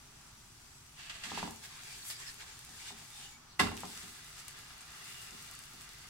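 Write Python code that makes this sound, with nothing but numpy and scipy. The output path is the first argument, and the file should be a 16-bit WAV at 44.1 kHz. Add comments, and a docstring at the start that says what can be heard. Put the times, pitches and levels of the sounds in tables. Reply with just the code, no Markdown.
"""A small kitchen, just above a frying pan on a softly rushing gas burner.
A silicone spatula rasps under a crepe and tears it loose, and the pan rocks and clacks on its support.
The crepe is dragged up in tugs, with hoarse squeaks, then flipped: it slaps down and the metal rings.
Its wet side flashes into steam and sizzles on while it is pushed around. Oil spits now and then."""
import sys
import numpy as np
from scipy import signal
from scipy.fft import rfft, irfft, next_fast_len
from scipy.io import wavfile
from scipy.ndimage import uniform_filter1d, map_coordinates

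SR = 44100
rng = np.random.default_rng(int(sys.argv[2]) if len(sys.argv) > 2 else 0)


def transcribe(u):
    """Save the signal u as a 16-bit wav file named by the first command-line argument.

    u: samples, shape (n,) or (channels, n), limited to [-1, 1]; the rate is SR.
    q: integer samples, one column per channel.
    """
    v = np.clip(np.atleast_2d(u).T, -1, 1)
    q = np.round(v * 32767).astype(np.int16)
    wavfile.write(sys.argv[1], SR, q)


N = 268569
LOOSE_S, LIFT_S, LAND_S = 1.17, 3.317, 3.594  # the crepe comes loose, leaves the pan, lands wet side down
CONTACT_S, RELEASE_S = 0.088, 0.046  # attack and release of its contact with the pan


def amp(db):
    """Decibels to gain."""
    return 10 ** (np.asarray(db) / 20)


def unit(x):
    """Scale to rms 1."""
    return x / np.sqrt(np.mean(x ** 2) + 1e-20)


def balance(db):
    """Stereo gains that put the left channel db above the right."""
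    return amp(db * np.array([[0.5], [-0.5]]))


def along(points, hz):
    """Read a curve of (Hz, value) points on a log frequency axis."""
    point_hz, values = np.transpose(points)
    return np.interp(np.log(hz + 1), np.log(point_hz + 1), values)


def resonance(hz, centre_hz, half_width_hz):
    """A resonant peak of height 1."""
    return 1 / (1 + ((hz - centre_hz) / half_width_hz) ** 2)


def filtered(x, response):
    """EQ a signal with a gain that is a function of frequency."""
    n = x.shape[-1]
    size = next_fast_len(n + 8192)
    return irfft(rfft(x, size) * response(np.fft.rfftfreq(size, 1 / SR)), size)[..., :n]


def add(track, s, sound):
    """Mix a sound into a track from time s."""
    start = max(round(s * SR), 0)
    part = sound[..., :N - start]
    track[:, start:start + part.shape[-1]] += part


def wobble(rate):
    """Smooth random modulation, rate points a second."""
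    return map_coordinates(rng.standard_normal(int(N * rate / SR) + 4), [np.arange(N) * rate / SR])


def held(start, end, attack_s, release_s):
    """Envelope that rises from start, holds and dies away after end."""
    t = np.arange(N) / SR
    return np.clip((t - start) / attack_s, 0, 1) * np.exp(-np.maximum(t - end, 0) / release_s)


def struck(s, rise_s, t60):
    """Envelope that shoots up to its peak at time s, then decays."""
    t = np.arange(N) / SR - s
    return amp(-20 * np.maximum(-t, 0) / rise_s - 60 * np.maximum(t, 0) / t60)


def together(parts):
    """Joint envelope of unrelated (dB, envelope) parts, which add in power."""
    return np.sqrt(sum((amp(db) * shape) ** 2 for db, shape in parts))


def grains(rate, spread_db):
    """Two trains of tiny random clicks, rate a second, of widely varying size."""
    fires = rng.random((2, N)) < rate / SR
    size = amp(spread_db * np.clip(rng.standard_normal((2, N)), -2.5, 2.5))
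    return unit(fires * rng.choice([-1, 1], (2, N)) * size)


def shifting(pair, depth_db, blur=5):
    """A drifting random EQ: resonances come and go as the patch of contact changes."""
    spectrum = signal.stft(pair, nperseg=1024)[2]
    drift = rng.standard_normal(spectrum.shape[1:])
    for axis in (0, 0, 1):  # smooth twice over frequency, once over time
        drift = uniform_filter1d(drift, blur, axis)
    return unit(signal.istft(spectrum * amp(depth_db * unit(drift)), nperseg=1024)[1][:, :N])


# Stereo width. Each row: frequency in Hz, side level over mid in dB.
STEREO_WIDTH = [(25, -30), (60, -22), (110, -18), (180, -13), (270, -4), (450, -1), (740, 0), (1220, -5),
                (2010, 0), (3330, .5), (15000, 0)]
def diffuse(pair, colour):
    """Two unrelated signals become coloured stereo of rms 1, near mono in the bass."""
    def response(hz):
        width = amp(along(STEREO_WIDTH, hz))
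        return colour(hz) * np.array([np.ones_like(hz), width]) / np.sqrt(1 + width ** 2)
    mid, side = filtered(pair, response)
    return unit(np.array([mid + side, mid - side]))


def noise(colour, samples=N):
    """Coloured stereo noise of rms 1."""
    return diffuse(rng.standard_normal((2, samples)), colour)


# The kitchen's reverb. Each row: frequency in Hz, time to fall 60 dB in seconds.
ROOM_DECAY = [(150, 0.91), (800, 0.39), (3000, 0.33), (12000, 0.11)]
def kitchen(x, wet_db, build_s=0.00039):
    """Add a fresh reverb tail from the tiled walls; the treble dies first."""
    hz, t, spectrum = signal.stft(rng.standard_normal((2, SR // 2)), SR, nperseg=256)
    decay = amp(-60 * t / along(ROOM_DECAY, hz)[:, None])
    tail = diffuse(signal.istft(spectrum * decay, SR, nperseg=256)[1], np.ones_like)
    tail *= 1 - np.exp(-np.arange(tail.shape[1]) / SR / build_s)
    wet = signal.fftconvolve(x, tail / np.linalg.norm(tail[0]), axes=1)
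    return amp(wet_db) * wet + np.pad(x, ((0, 0), (0, wet.shape[1] - x.shape[1])))


def near_walls(x, count=5, gain=0.17):
    """Weak early echoes off the pan rim and the tiles give a fine comb colour."""
    delays_s = rng.uniform(0.002, 0.012, (count, 2, 1))
    comb = lambda hz: 1 + gain * np.exp(-2j * np.pi * hz * delays_s).sum(axis=0)
    return filtered(x, comb) / np.sqrt(1 + count * gain ** 2)


# EQ curves of the room rumble and the flame. Each row: frequency in Hz, gain in dB.
RUMBLE_EQ = [(20, -4), (32, -3.5), (50, 2), (80, -3), (115, 0.5), (150, 0.5), (190, -10.5), (240, -6),
             (300, -12.5), (410, -10), (500, -29.5), (900, -61)]
FLAME_EQ = [(400, -19), (550, -4.5), (850, 4), (1050, 1.5), (1300, 4), (2000, -1.5), (4000, -4.5),
            (6000, -3), (8000, -23), (11000, -32), (16000, -19)]
def burner(rumble_db=-62.5, flame_db=-62, whistle_db=-72, whistle_hz=6047):
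    """The bed: low room rumble, the soft rush of the gas flame and the faint whistle of its jet."""
    rumble = noise(lambda hz: amp(along(RUMBLE_EQ, hz)))
    flame = noise(lambda hz: amp(along(FLAME_EQ, hz))) * amp(0.85 * wobble(5.83))
    whistle = noise(lambda hz: resonance(hz, whistle_hz, 22))
    return amp(rumble_db) * rumble + amp(flame_db) * flame + amp(whistle_db) * whistle


# Modes of the pan and stove top. Each row: frequency in Hz, relative level when struck in dB,
# time to fall 60 dB in seconds, boost when rubbed in dB.
PAN_MODES = [(93.8, -19, 0.7, -2), (158.4, -11, 0.28, 0), (183.3, -6.5, 0.32, 2), (225.5, -6.5, 0.47, 7),
             (261.8, -10, 0.27, 5), (305.2, -10, 0.31, 5), (390.5, -19, .3, 0), (407.7, -10, 0.39, 6),
             (500, -19.5, 0.42, 2), (745, 1, 0.11, 5), (774, -9, 0.31, -0.5), (887, -10.5, 0.35, 2.5),
             (1051, 2.5, 0.086, 2.5), (1178, -4, 0.18, 5.5), (1351, -2, 0.16, 2.5), (1654, 0.5, 0.11, 6.5),
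             (1824, -13, .2, 2.5), (2011, 1, 0.1, 5.5), (2030, -11, 0.37, 1), (2106, -7, .22, -1),
             (2320, -18, .14, 2), (2686, -6, 0.16, 4), (2774, 0.5, 0.066, 5), (3360, -9, 0.11, 5.5),
             (3605, -4.5, 0.14, 2.5), (4530, -14, 0.2, 1), (4860, -11, 0.13, 3), (5770, -10, .08, 3),
             (7150, -24, .1, 2.5), (7560, -20, .1, 1.5)]
def pan_ring(cutoff_hz, build_cycles=2.4):
    """The modes ring after one blow; a soft contact has a low cutoff and leaves the high ones quiet."""
    t = np.arange(SR * 3 // 4) / SR
    out = np.zeros((2, len(t)))
    for hz, db, t60, _ in PAN_MODES:
        phase = rng.uniform(0, 2 * np.pi)
        spread = rng.choice([-1, 1]) * np.arctan(amp(along(STEREO_WIDTH, hz))) * np.array([[1], [-1]])
        attack = 1 - np.exp(-t * hz / build_cycles)
        decay = amp(db + rng.normal(0, 1) - 60 * t / t60)
        lowpass = 1 / np.sqrt(1 + (hz / cutoff_hz) ** 6)
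        out += attack * decay * lowpass * np.sin(2 * np.pi * hz * t + phase + spread)
    return out


def pan_grains(curve, rate, spread_db, share=1):
    """A grain texture, shaped by an EQ curve and a share of the boost at each pan mode."""
    def colour(hz):
        boost_db = sum(db * resonance(hz, mode_hz, 36 * np.sqrt(mode_hz / 2000))
                       for mode_hz, _, _, db in PAN_MODES)
        return amp(along(curve, hz) + share * boost_db)
    return diffuse(grains(rate, spread_db), colour)


def through_modes(hz, direct_db=-7):
    """A blow's colour: each mode passes as much as it rings, the rest leaks out directly."""
    mode_power = sum(amp(db) ** 2 * resonance(hz, mode_hz, 24 * np.sqrt(mode_hz / 2000))
                     for mode_hz, db, _, _ in PAN_MODES)
    return np.sqrt(amp(direct_db) ** 2 + mode_power)


def contact():
    """Two envelopes of the loose crepe touching the pan: cooked side down, then wet side down."""
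    return held(LOOSE_S, LIFT_S, CONTACT_S, RELEASE_S), held(LAND_S, N / SR, CONTACT_S, RELEASE_S)


# Tugs slide the crepe and let steam out from under it. Each row: time of top speed in seconds,
# build-up in seconds, rub level in dB, steam level in dB, fizz boost or cut in dB.
CREPE_TUGS = [(1.648, 0.023, -51.5, -51.5, 0), (1.76, 0.089, -53.5, -72, 1),
              (1.923, 0.14, -54.5, -51, -2.5), (2.1, 0.066, -53.5, -49, 9.5), (2.218, 0.036, -51, -50, -5),
              (2.287, 0.039, -54.5, -48.5, -2), (2.415, 0.034, -49.5, -50.5, -5),
              (2.5, 0.052, -55.5, -55, -6), (2.815, 0.083, -57, -51, -5), (2.885, 0.048, -53.5, -47, -5),
              (3.0, 0.059, -57.5, -58, -4), (3.205, 0.079, -62, -51, -4), (3.81, 0.087, -54.5, -52.5, -1.5),
              (3.985, 0.089, -53, -54.5, 1), (4.395, 0.036, -60, -50.5, -5), (4.59, 0.033, -58, -63, 2),
              (5.09, 0.18, -52.5, -55, 2.5), (5.25, 0.056, -56, -56.5, 2), (5.44, 0.18, -56, -58, 3),
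              (5.83, .06, -63, -66, 4)]
def tugs(stop_share=0.85):
    """Each tug's speed curve, which builds up and stops a little faster, with its three levels."""
    for s, build_s, rub_db, steam_db, fizz_db in CREPE_TUGS:
        t = np.arange(N) / SR - s
        speed = np.exp(-(t / np.where(t < 0, build_s, stop_share * build_s)) ** 2)
        yield speed, rub_db, steam_db, fizz_db


def steam(bare_pan_db=-64.5, rest_db=-62, loose_db=-57, wet_side_db=-58.5, flash_db=-38, boil_db=-51.5):
    """The sizzle's envelope: steam swells with each tug, flashes as wet batter lands, then boils down."""
    loose, wet = contact()
    resting = held(-1, LIFT_S, CONTACT_S, RELEASE_S)
    steady = [(bare_pan_db, 1), (rest_db, resting), (loose_db, loose), (wet_side_db, wet)]
    flash = struck(LAND_S, rise_s=0.0033, t60=0.37)
    boil = struck(LAND_S + 0.28, rise_s=CONTACT_S, t60=3.2)
    puffs = [(db, speed) for speed, _, db, _ in tugs()]
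    sputter = amp(0.5 * (loose + wet) * wobble(25))
    return together(steady + [(flash_db, flash), (boil_db, boil)] + puffs) * sputter


# EQ curve of the sizzle. Each row: frequency in Hz, gain in dB.
SIZZLE_EQ = [(800, -24), (2000, -3), (3500, -2), (5000, 0.5), (6200, -0.5), (7800, 2), (10000, -3),
             (12500, -8.5), (16000, -11.5)]
def sizzle(crackle_db=-10, sputter_db=1.2, fizz_hz=8500):
    """Countless small steam bursts make a hiss with crackle on top; the finest fizz comes in spurts."""
    hiss = shifting(pan_grains(SIZZLE_EQ, rate=12000, spread_db=4.5, share=0.49), depth_db=1.1)
    fizz = filtered(hiss, lambda hz: hz ** 4 / (hz ** 4 + fizz_hz ** 4))
    spurts_db = sum(db * speed for speed, _, _, db in tugs())
    flicker_db = sputter_db * sum(contact()) * wobble(22.12)
    hiss += fizz * (amp(spurts_db + flicker_db) - 1)
    crackle = pan_grains(SIZZLE_EQ, rate=300, spread_db=5, share=0.49)
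    return steam() * (hiss + amp(crackle_db) * crackle) * balance(1.2)


def fine_spray(level_db=-67, centre_hz=8000, width_octaves=0.7):
    """Tiny droplets spit at random once the wet side is down."""
    band = lambda hz: np.exp(-0.5 * (np.log2((hz + 1) / centre_hz) / width_octaves) ** 2)
    ticks = diffuse(grains(rate=45, spread_db=2), band)
    _, wet = contact()
    return amp(level_db) * wet * kitchen(ticks, wet_db=-4)[:, :N]


# Sharp oil pops, plus two lower ticks: light spatula taps or wet smacks. Each row: start in seconds,
# level in dB, pitch in Hz, ring against the spike in dB, left over right in dB.
POPS_AND_TICKS = [(1.5092, -30, 7000, -14, 3), (1.5616, -36, 6500, -14, 3), (1.6435, -37, 7500, -14, -3),
                  (1.8364, -32, 8000, -10, 5), (1.9293, -33, 7500, -10, 2), (2.102, -22, 4830, -13, -4),
                  (2.1086, -32, 6000, -11, -5), (2.2009, -33, 6000, -12, 1), (2.343, -32.5, 10000, -23, 7),
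                  (2.592, -30, 9000, -23, 2), (2.6495, -32, 9500, -18, -5), (2.6932, -34, 7000, -14, -5),
                  (2.8841, -34, 7000, -12, -4), (3.1034, -40, 8000, -12, 5), (3.769, -29.5, 6000, -14, 5),
                  (3.776, -28, 2477, 3, -5), (3.8061, -30, 8350, -10, 7), (3.8518, -35, 2380, -3, -3),
                  (3.855, -29, 6500, -14, 4), (3.976, -28, 6500, -13, 7), (4.2448, -37, 7050, -10, 1),
                  (4.3932, -37, 7950, -6, 4), (4.4005, -34, 7970, -6, 4), (4.4812, -30, 9000, -8, 5),
                  (4.483, -25.5, 8000, -16, 7), (4.5892, -37, 8950, -12, 5), (4.7128, -45, 6000, -12, -2),
                  (4.8088, -34.5, 8200, -4, 6), (4.8163, -33, 9000, -12, 5), (4.9055, -37, 7460, -10, -6),
                  (5.0438, -34, 8780, -6, 6), (5.2177, -32, 9000, -14, 6), (5.3084, -32.5, 8000, -10, 9),
                  (5.4245, -34.5, 8040, -8, 7), (5.513, -29, 7450, -19, 7), (5.5387, -32, 11000, -12, -2),
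                  (5.5516, -32.5, 7900, 3, 3), (5.5913, -29.5, 9400, -3, 5), (5.6381, -31.5, 8500, -18, 2),
                  (5.7359, -37, 8000, -16, 8), (5.8105, -30.5, 7500, -14, -1), (5.818, -35, 8500, -14, 3),
                  (5.8916, -32, 8950, -19, 6), (5.9341, -37, 9000, -18, -4), (6.0732, -38, 9000, -12, 2)]
def pops_and_ticks(spike_cycles=0.24, ring_s=0.00028, low_cut_hz=2200, high_cut_hz=16000, trim_db=-1):
    """Each is one sharp spike and a brief ring; in an oil pop, a droplet bursts and its cavity rings."""
    out, t = np.zeros((2, N)), np.arange(SR // 50) / SR
    band = lambda f: 1j * f / (low_cut_hz + 1j * f) / (1 + 1j * f / high_cut_hz) ** 2
    for s, db, hz, ring_db, left_db in POPS_AND_TICKS:
        envelope = np.exp(-t * hz / spike_cycles) + amp(ring_db) * np.exp(-t / ring_s)
        phase = rng.uniform(-np.pi / 3, np.pi / 3, (2, 1))
        snap = filtered(envelope * np.cos(2 * np.pi * hz * t + phase), band)
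        snap /= np.abs(snap).max(axis=1, keepdims=True)
        add(out, s, kitchen(amp(db + trim_db) * balance(left_db) * snap, wet_db=-1))
    return out


# EQ curve of the stove's thud. Each row: frequency in Hz, gain in dB.
THUD_EQ = [(25, -24), (50, 2), (85, 6), (120, -14), (165, 2), (260, 0), (390, -10), (520, -45), (1200, -53)]
# The pan rocks. Each row: start in seconds, clack level in dB, shared fader for hum and thud in dB.
PAN_KNOCKS = [(1.271, -53, -45.5), (1.3179, -30.5, -37), (1.376, -27, -35.5), (1.4292, -24, -34),
              (1.477, -32, -38.5), (2.69, -49, -53), (2.9064, -39.5, -45.5), (3.7175, -32, -34.5),
              (3.8345, -28, -37.5), (4.03, -58, -46), (5.32, -70, -47.5), (5.74, -66, -51)]
def pan_knocks(clack_hz=827, clack_s=0.00044, sweep=0.43, sweep_s=0.00062, tick_hz=1900, tick_s=0.00025,
               tick_db=-7, hum_db=-4.5, thud_db=-13, thud_t60=0.25):
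    """The pan tips onto its support with a tick and a clack, then the stove top hums and thuds."""
    out, t = np.zeros((2, N)), np.arange(SR // 4) / SR
    # Fast bending waves arrive first, so the clack's pitch starts high and drops.
    cycles = clack_hz * (t + sweep * sweep_s * (1 - np.exp(-t / sweep_s)))
    clack = 1.27 * np.sqrt(t / clack_s) * np.exp(-t / clack_s / 2) * np.sin(2 * np.pi * cycles)
    clack += amp(tick_db) * np.exp(-t / tick_s) * np.sin(2 * np.pi * tick_hz * t)
    for s, db, stove_db in PAN_KNOCKS:
        thud = noise(lambda hz: amp(along(THUD_EQ, hz)) * hz / (hz + 250), len(t))
        add(out, s, kitchen(amp(db) * np.array([clack, clack]), wet_db=-6))
        add(out, s, amp(stove_db + hum_db) * pan_ring(cutoff_hz=670))
        add(out, s, amp(stove_db + thud_db - 60 * t / thud_t60) * thud)
    return out


# Hoarse squeaks, plus one short hiss from the bare pan during the flip. 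Each row: peak time in seconds,
# level in dB, pitch in Hz, half bandwidth in Hz, swell and fade time in seconds.
SQUEAKS_AND_HISS = [(0.76, -66, 7730, 250, .035), (1.098, -59.5, 2770, 353, 0.21),
                    (1.2, -68, 652, 50, 0.11), (1.107, -52, 2600, 600, 0.008),
                    (1.306, -43, 3100, 500, .002), (1.368, -58, 4580, 200, 0.057),
                    (1.382, -55, 2580, 220, 0.059), (1.898, -58.5, 2370, 110, 0.096),
                    (1.93, -57, 4700, 250, .025), (2.03, -51, 4400, 400, .01),
                    (2.111, -50, 4930, 200, 0.017), (2.163, -52, 4750, 280, 0.018),
                    (2.204, -53, 7600, 450, 0.03), (2.253, -55.5, 1770, 220, 0.074),
                    (2.281, -48, 5280, 190, 0.018), (2.292, -55, 4400, 200, 0.024),
                    (2.415, -57, 2300, 180, 0.021), (2.52, -63, 7000, 250, .05),
                    (2.647, -61, 9600, 150, 0.011), (2.818, -57.5, 2330, 120, .025),
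                    (2.886, -55, 3660, 80, .049), (2.89, -59, 2880, 80, 0.048),
                    (2.893, -65, 8100, 180, .025), (3.19, -59, 8600, 160, .025),
                    (3.199, -58.5, 3620, 80, 0.1), (3.23, -63, 826, 60, 0.12), (3.25, -55, 2920, 220, 0.04),
                    (3.31, -62, 6950, 200, 0.11), (3.337, -60.5, 2270, 30, 0.039),
                    (3.528, -62.5, 4270, 600, .04), (5.11, -62, 3500, 90, 0.098),
                    (5.168, -55.5, 2830, 110, 0.1)]
def squeaks_and_hiss():
    """Narrow bands of noise swell and fade; the squeaks are resonances fed by sticking and slipping."""
    out, t = np.zeros((2, N)), np.arange(SR // 2) / SR - 1 / 4
    edge_fade = np.cos(2 * np.pi * t)
    for s, db, hz, half_width_hz, swell_s in SQUEAKS_AND_HISS:
        tone = noise(lambda f: resonance(f, hz, half_width_hz), len(t))
        add(out, s + t[0], amp(db) * tone * np.exp(-(t / swell_s) ** 2) * edge_fade)
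    return out


# EQ curves of the crepe's two sides rubbing. Each row: frequency in Hz, gain in dB.
COOKED_SIDE_EQ = [(200, -37), (380, -4.5), (540, -12), (760, -2.5), (1050, -1.5), (1300, 0), (1700, 2.5),
                  (2050, 0.5), (2380, 2.5), (2700, -2.5), (3500, 0.5), (4000, -0.5), (4950, -1),
                  (5600, -7.5), (7500, -6), (10000, -19), (16000, -29)]
WET_SIDE_EQ = [(200, -26), (380, -6.5), (540, -12.5), (750, -4), (1000, -7), (1260, 2.5), (1600, -0.5),
               (2000, 2), (2700, -1), (2900, 2), (3200, -6), (3480, 1), (3900, -2), (4700, -0.5),
               (8000, -15), (16000, -33)]
def crepe_slide(flip_s=3.45, drag_db=-61, press_db=-56.5):
    """The crepe sticks and slips over the pan: first its crisp cooked side, then the soft wet one."""
    crisp = pan_grains(COOKED_SIDE_EQ, rate=4000, spread_db=2.5)
    soft = pan_grains(WET_SIDE_EQ, rate=6000, spread_db=2.5, share=0.91)
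    rub = np.where(np.arange(N) / SR < flip_s, shifting(crisp, 2.2), shifting(soft, 1.2))
    grip = amp(0.8 * wobble(35))
    loose, wet = contact()
    light_rubbing = [(drag_db, loose), (press_db, wet)]
    pulls = [(db, speed) for speed, db, _, _ in tugs()]
    return rub * grip * together(light_rubbing + pulls)


# EQ curve of the blade's rasp. Each row: frequency in Hz, gain in dB.
BLADE_EQ = [(200, -8), (400, -23), (540, -23), (650, -8), (760, -9.5), (1200, -4), (1450, -5.5),
            (1700, 0.5), (2200, -2), (2700, 0), (3600, -2), (4600, -1.5), (5500, -6), (8000, -6.5),
            (11000, -18.5), (16000, -24)]
# Pushes over the pan floor. Each row: start in seconds, end in seconds, level in dB.
BLADE_PUSHES = [(0.959, 1.232, -51), (1.218, 1.342, -46.5), (1.337, 1.44, -43.5)]
# Stuck batter breaks loose. Each row: peak time in seconds, level in dB, treble shelf in dB.
BATTER_PEELS = [(0.997, -53, -10), (1.097, -38, -9), (1.155, -46.5, -3), (1.237, -38, -4), (1.256, -44, -3),
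                (1.305, -48, 2), (1.346, -40, -9), (1.42, -53, -1), (2.102, -43.5, 4)]
def spatula(shelf_hz=6500):
    """The blade chatters finely over the pan and tears stuck patches free in short bursts."""
    rasp = pan_grains(BLADE_EQ, rate=8300, spread_db=3.5)
    force = together((db, held(start, end, attack_s=0.027, release_s=0.044))
                     for start, end, db in BLADE_PUSHES)
    out = rasp * force * amp(1.2 * wobble(60.8))
    tear = pan_grains(BLADE_EQ, rate=7200, spread_db=2)
    treble = filtered(tear, lambda hz: hz ** 2 / (hz ** 2 + shelf_hz ** 2))
    for s, db, treble_db in BATTER_PEELS:
        burst = amp(db) * struck(s, rise_s=0.0021, t60=0.13)
        out += burst * (tear + (amp(treble_db) - 1) * treble)
    return out * balance(-1.4)


# EQ curve of the wet splat. Each row: frequency in Hz, gain in dB.
SPLAT_EQ = [(60, -23), (120, -9), (190, -9.5), (400, 1), (540, -6), (800, -4), (1100, -1), (1500, -1),
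            (1900, -3.5), (3000, -4), (5000, -4), (6500, -13), (8000, -9), (11000, -20), (16000, -29)]
# Parts of the crepe land one after another. Each row: time in seconds, level in dB.
LANDINGS = [(3.5928, -32), (3.5952, -19.5), (3.5996, -20.5), (3.6068, -26.5), (3.613, -40), (3.622, -36),
            (3.668, -34.5)]
def crepe_slap(rise_s=0.001992, splat_t60=0.042, ring_db=-28, hum_db=-29,
               thud_db=-40, thud_rise_s=0.014, thud_t60=0.66):
    """The wet side hits the pan: a smeared splat, ringing metal, then the stove's hum and loose thud."""
    out, t = np.zeros((2, N)), np.arange(SR // 2) / SR
    envelope = (1 - np.exp(-(t / rise_s) ** 2)) * amp(-60 * t / splat_t60)
    for s, db in LANDINGS:
        splat = envelope * noise(lambda hz: amp(along(SPLAT_EQ, hz)) * through_modes(hz), len(t))
        add(out, s - rise_s / 2, kitchen(amp(db) * splat, wet_db=-3))
    add(out, LAND_S, amp(ring_db) * pan_ring(cutoff_hz=7000))
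    add(out, LAND_S + thud_rise_s, amp(hum_db) * pan_ring(cutoff_hz=450))
    thud = noise(lambda hz: amp(along(THUD_EQ, hz)), len(t)) * (1 - np.exp(-t / thud_rise_s))
    add(out, LAND_S, amp(thud_db - 60 * t / thud_t60) * thud)
    return out * balance(-1.6)


def scene():
    """The full mix at the stove, heard from just above the pan."""
    textures = near_walls(spatula() + crepe_slide() + sizzle())
    details = squeaks_and_hiss() + pops_and_ticks() + fine_spray()
    return textures + details + pan_knocks() + crepe_slap() + burner()


def record(dry):
    """A brick-wall high cut on the whole mix."""
    return filtered(dry, lambda hz: hz < 15850)


dry = scene()
out = record(dry)
transcribe(out)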